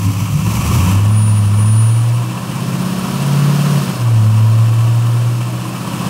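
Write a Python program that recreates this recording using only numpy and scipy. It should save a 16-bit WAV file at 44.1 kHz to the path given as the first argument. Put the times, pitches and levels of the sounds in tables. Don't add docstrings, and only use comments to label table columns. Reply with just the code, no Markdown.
import sys
import numpy as np
from scipy.fft import rfft, irfft, next_fast_len
from scipy.io import wavfile
from scipy.ndimage import uniform_filter1d, minimum_filter1d, map_coordinates

SR = 44100
rng = np.random.default_rng(int(sys.argv[2]) if len(sys.argv) > 2 else 0)


def bounce(signal):
    frames = np.transpose(np.atleast_2d(signal))
    limited = np.clip(frames, -1, 1)
    pcm = np.round(limited * 32767).astype(np.int16)
    wavfile.write(sys.argv[1], SR, pcm)


N = 268569


def drone(cycle, cycle_hz, boom_db, octave_db, shake_db, settle_s):
    # f/Hz, level/dB
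    response = [(58, -49), (62, -37), (69, -29), (77, -18), (102, -11.5), (112, -9), (119, -13.5),
                (125, -30.5), (131, -20.5), (136, -33), (140.5, -13.5), (143, -11.5), (147, -16),
                (195, -18.5), (215, -11.5), (221, -15.5), (232, -38), (255, -26.5)]
    firing_hz, angle = 8 * cycle_hz, 2 * np.pi * 8 * cycle
    tone, octave = [uniform_filter1d(amp(along(response, k * firing_hz)), int(settle_s * SR))
                    for k in (1, 2)]
    boom = tone * amp(boom_db + shake_db * wobble(40)) * np.sin(angle)
    return np.sqrt(2) * (boom + octave * amp(octave_db) * np.cos(2 * angle))


def burble(cycle, rpm, phases, level_db, growth_db, throttle_db, smooth_db, upper_db):
    # multiple of the cycle rate, level/dB
    orders = [(5, -1.5), (6, -6.5), (7, 2.5), (9, -9), (10, -2.5), (11, 2.5), (12, 1), (13, 1.5), (14, 0.5),
              (15, -8), (17, -7), (18, -5), (19, -2), (20, -7.5), (21, -7), (22, -2), (23, -8.5),
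              (24, -12.5), (25, -8), (26, -8)]
    # f/Hz, width/Hz, level/dB
    pipe = [(76.5, 6.6, -22), (102.7, 1.4, -9.5), (111.6, 9, -11), (152, 24, -12.5), (169, 4, -12.5),
            (182.8, 9.2, -3), (221, 17, -15), (274.6, 18, -13), (304, 17, -53), (378.6, 26, -16)]
    upper_orders = [(k, upper_db) for k in range(27, 41)]
    smoothness = bell(rpm, 1683, 188)
    load_db = level_db + growth_db * doublings(rpm) + throttle_db * throttle() + smooth_db * smoothness
    raggedness = np.interp(rpm, [1400, 1900], [1, .4])
    unevenness = 1 + .18 * raggedness * wobble(110)
    puffs = np.zeros(N)
    for k, db in orders + upper_orders:
        angle = 2 * np.pi * (k * cycle + phases[round(k)])
        jitter_rad = 0.17 * raggedness * wobble(25)
        puffs += amp(db) * np.sin(angle + jitter_rad)
    return filtered(amp(load_db) * unevenness * puffs, lambda hz: resonance(pipe, hz))


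def booms(cycle, cycle_hz, phases, level_db, width_hz, waver_db):
    # multiple of the cycle rate, f/Hz, level/dB
    room_modes = [(9, 145.4, -30), (10, 180, -29), (11, 118, -14.5), (13, 109.3, -19.5), (13, 172, -32.5),
                  (14, 102, -21), (15, 181, -24), (19, 150, -18), (21, 304, -39.5), (21, 320, -39),
                  (24, 175, -29), (38, 277, -35)]
    tones = np.zeros(N)
    for k, mode_hz, db in room_modes:
        swell = bell(k * cycle_hz, mode_hz, width_hz)
        tones += amp(db + level_db) * swell * np.sin(2 * np.pi * (k * cycle + phases[round(k)]))
    return np.sqrt(2) * tones * amp(waver_db * wobble(30))


def gas(cycle, rpm, level_db, slow_db, settle_rpm, settle_width_rpm, throttle_db, shift_db):
    # f/Hz, level/dB
    colour = [(15, -12), (30, -4), (48, -5.5), (75, 11), (110, -1), (180, 6), (260, -2), (400, -19),
              (900, -43)]
    slow = (1 - np.tanh((rpm - settle_rpm) / settle_width_rpm)) / 2
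    shift = bell(np.arange(N) / SR, 4.22, 0.11)
    gas_db = level_db + slow_db * slow + throttle_db * throttle() + shift_db * shift
    return amp(gas_db) * rush(colour, throb(cycle, firing_db=3.5, cycle_db=-1.0))


def lope(cycle, rpm, depth_db, turn, gone_rpm, fade_rpm):
    idling = np.clip((gone_rpm - rpm) / fade_rpm, 0, 1)
    return amp(depth_db * idling * np.cos(2 * np.pi * (cycle - turn)))


def clatter(cycle, rpm, ring_db, broad_db, uneven_db, throttle_db, surge_share, knee_rpm, db_per_krpm):
    # f/Hz, width/Hz, level/dB
    block = [(325.5, 31, -0.5), (518, 49, -5.5), (958, 32, 1), (990, 32, -1.5), (1052, 16.6, 5.5),
             (1129.5, 25.5, 3.5), (1244, 12, -0.5), (1318, 31, -3), (1460, 27, -33), (1760, 67, -10.5),
             (2312, 24, -6.5), (2480, 42, -10.5), (2670, 83, -5.5), (2860, 50, -9.5), (2930, 12, -4),
             (3123, 75, -9.5)]
    # f/Hz, level/dB
    colour = [(100, -21), (250, 4.5), (430, -6), (800, -2.5), (1100, -3), (1500, -11), (2000, -17),
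              (2700, -12), (3600, -25), (8000, -14), (16000, -27)]
    speed_db = db_per_krpm * np.maximum(rpm - knee_rpm, 0) / 1000
    bay_db = speed_db + throttle_db * throttle() + surge_share * surges()
    blows = throb(cycle, firing_db=0.5, cycle_db=0.5) * amp(uneven_db * wobble(130))
    return amp(bay_db) * (amp(ring_db) * ringing(block, blows) + amp(broad_db) * rush(colour, blows))


def whirr(cycle, rpm, throttle_db, lag_s):
    # speed/rpm, air level/dB, metal level/dB
    by_speed = [(900, -49, -58), (1580, -34.5, -42.5), (1793.6, -35, -44), (1995, -30, -38.5),
                (2198, -26.5, -37)]
    # f/Hz, level/dB
    colour = [(120, -23), (260, 7.5), (380, 9), (700, 9), (850, 3.5), (1300, 8.5), (1700, 4), (2050, -1),
              (3000, 2), (4500, 0), (6500, -2), (8600, -10.5), (10500, -11.5), (15700, -8.5)]
    # f/Hz, width/Hz, level/dB
    metal = [(4400, 83, -7), (5245, 43, 1), (5400, 250, -12), (7900, 100, -4), (9070, 74, -1.5),
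             (9570, 85, 3), (11700, 60, -3.5), (12742, 130, -6)]
    t = np.arange(N) / SR
    lagged_rpm = np.interp(t - lag_s, t, rpm)
    speeds, *levels = np.transpose(by_speed)
    air_db, metal_db = [np.interp(lagged_rpm, speeds, db) for db in levels]
    pulse = throb(cycle, firing_db=0.55, cycle_db=.5)
    drive = amp(air_db) * rush(colour, pulse) + amp(metal_db) * ringing(metal, pulse)
    return amp(throttle_db * throttle()) * drive


def bypass(cycle, level_db, throttle_db, flutter_db, shut_s, shutting_s):
    # f/Hz, level/dB
    colour = [(1500, -23), (2300, 2.5), (2800, 0.5), (3400, -6), (4400, -5.5), (5200, -4), (6000, 1),
              (6700, -5.5), (7400, -2.5), (8500, -7), (12200, -6), (14000, -11), (15700, -9.5)]
    hiss_db = level_db + throttle_db * throttle() + surges() + flutter_db * wobble(39.1)
    air = rush(colour, throb(cycle, firing_db=1, cycle_db=0.0))
    return (1 - ramp(shut_s, shutting_s)) * amp(hiss_db) * air


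def squeal(pitch_hz, waver_hz, level_db, flicker_db):
    # t/s, half length/s, level/dB
    swells = [(1.256, 0.14, -28.5), (1.773, 0.24, -28), (2.15, 0.15, -53)]
    envelope = sum(amp(db) * bell(np.arange(N) / SR, s, half) for s, half, db in swells)
    hz = pitch_hz + waver_hz * (wobble(4.92) + wobble(140))
    return envelope * amp(level_db + flicker_db * wobble(34.86)) * np.sin(2 * np.pi * np.cumsum(hz) / SR)


def tyres(cycle, rpm, level_db, growth_db, rest_db, start_s, rise_s):
    # f/Hz, width/Hz, level/dB
    rollers = [(322, 68, 0), (354, 19, 0), (447, 40, -21), (542, 22, 3), (622, 45, 1), (723, 17, 2)]
    roar_db = level_db + growth_db * doublings(rpm) + rest_db * (1 - ramp(start_s, rise_s))
    return amp(roar_db) * ringing(rollers, throb(cycle, firing_db=2.5, cycle_db=-0.4))


def throttle(attack_s=0.28, release_s=0.21):
    # t/s, hold/s, strength/0-1
    pushes = [(0.368, 0.28, 1.0), (5.779, 0.2, 0.58)]
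    return sum(strength * (ramp(s, attack_s) - ramp(s + attack_s + hold, release_s))
               for s, hold, strength in pushes)


def surges():
    # t/s, half length/s, lift/dB
    spurts = [(0.523, 0.04, 1.5), (0.746, 0.015, 6.5), (0.876, 0.024, 4.5)]
    return sum(db * bell(np.arange(N) / SR, s, half) for s, half, db in spurts)


def throb(cycle, firing_db, cycle_db):
    angle = 2 * np.pi * cycle
    return amp(firing_db * np.cos(8 * angle) + cycle_db * np.cos(angle))


def doublings(rpm, cruise_rpm=2031):
    return np.log2(rpm / cruise_rpm)


def rush(colour, gate):
    return unit(filtered(gate * rng.standard_normal(N), lambda hz: amp(along(colour, hz))))


def ringing(modes, gate):
    return unit(filtered(gate * rng.standard_normal(N), lambda hz: resonance(modes, hz)))


def resonance(modes, hz):
    return np.sqrt(sum((amp(db) * hz * width) ** 2 / ((centre ** 2 - hz ** 2) ** 2 + (hz * width) ** 2)
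                       for centre, width, db in modes))


def filtered(x, response):
    size = next_fast_len(N + SR // 2)
    return irfft(rfft(x, size) * response(np.fft.rfftfreq(size, 1 / SR)), size)[:N]


def along(points, hz):
    freqs, values = np.transpose(points)
    return np.interp(np.log(hz + 1), np.log(freqs + 1), values)


def wobble(rate):
    knots = rng.standard_normal(int(N * rate / SR) + 4)
    return map_coordinates(knots, [np.arange(N) * rate / SR], order=2)


def bell(x, centre, half):
    return np.exp(-((x - centre) / half) ** 2)


def ramp(start_s, length_s):
    return np.clip((np.arange(N) / SR - start_s) / length_s, 0, 1)


def amp(db):
    return 10 ** (np.asarray(db) / 20)


def unit(x):
    return x / np.sqrt(np.mean(x ** 2) + 1e-20)


def limiter(x, ceiling, hold_s):
    span = int(hold_s * SR)
    needed = ceiling / np.maximum(np.abs(x), ceiling)
    return x * uniform_filter1d(minimum_filter1d(needed, span), span)


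def scene():
    # t/s, crankshaft speed/rpm
    revs = [(0.0, 875), (0.22, 866), (0.59, 1054), (0.86, 1425), (1.11, 1599), (1.27, 1606), (1.48, 1533),
            (1.9, 1699), (2.6, 1925), (3.16, 2080), (3.68, 2192), (3.82, 2092), (3.98, 1829), (4.23, 1626),
            (4.95, 1744), (5.25, 1778), (6.09, 1907)]
    rpm = np.interp(np.arange(N) / SR, *np.transpose(revs))
    cycle_hz = rpm / 120
    cycle = np.cumsum(cycle_hz) / SR
    phases = rng.random(size=48)
    exhaust = drone(cycle, cycle_hz, boom_db=0.5, octave_db=-13, shake_db=0.63, settle_s=0.073)
    exhaust += gas(cycle, rpm, level_db=-41.5, slow_db=11.5, settle_rpm=1620, settle_width_rpm=90,
                   throttle_db=8.5, shift_db=8.5)
    exhaust += burble(cycle, rpm, phases, level_db=-15.0, growth_db=0.2, throttle_db=4.5,
                      smooth_db=-16, upper_db=-15.5)
    exhaust += booms(cycle, cycle_hz, phases, level_db=1.8, width_hz=5.45, waver_db=2.2)
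    exhaust *= lope(cycle, rpm, depth_db=2.5, turn=0.61, gone_rpm=1300, fade_rpm=350)
    engine = clatter(cycle, rpm, ring_db=-32.5, broad_db=-34.0, uneven_db=1.24, throttle_db=5.5,
                     surge_share=0.7, knee_rpm=1766, db_per_krpm=6.0)
    engine += whirr(cycle, rpm, throttle_db=3.5, lag_s=0.084)
    hiss = bypass(cycle, level_db=-33.0, throttle_db=4.5, flutter_db=1.35, shut_s=0.81, shutting_s=0.3)
    pulley = squeal(pitch_hz=9630, waver_hz=4.63, level_db=2.5, flicker_db=2.5)
    roar = tyres(cycle, rpm, level_db=-35.5, growth_db=9, rest_db=-11.5, start_s=1.5, rise_s=1.25)
    return exhaust + engine + hiss + pulley + roar


def record(dry):
    return filtered(limiter(dry, ceiling=0.68, hold_s=0.011), lambda hz: hz < 15740)


dry = scene()
out = record(dry)
bounce(out)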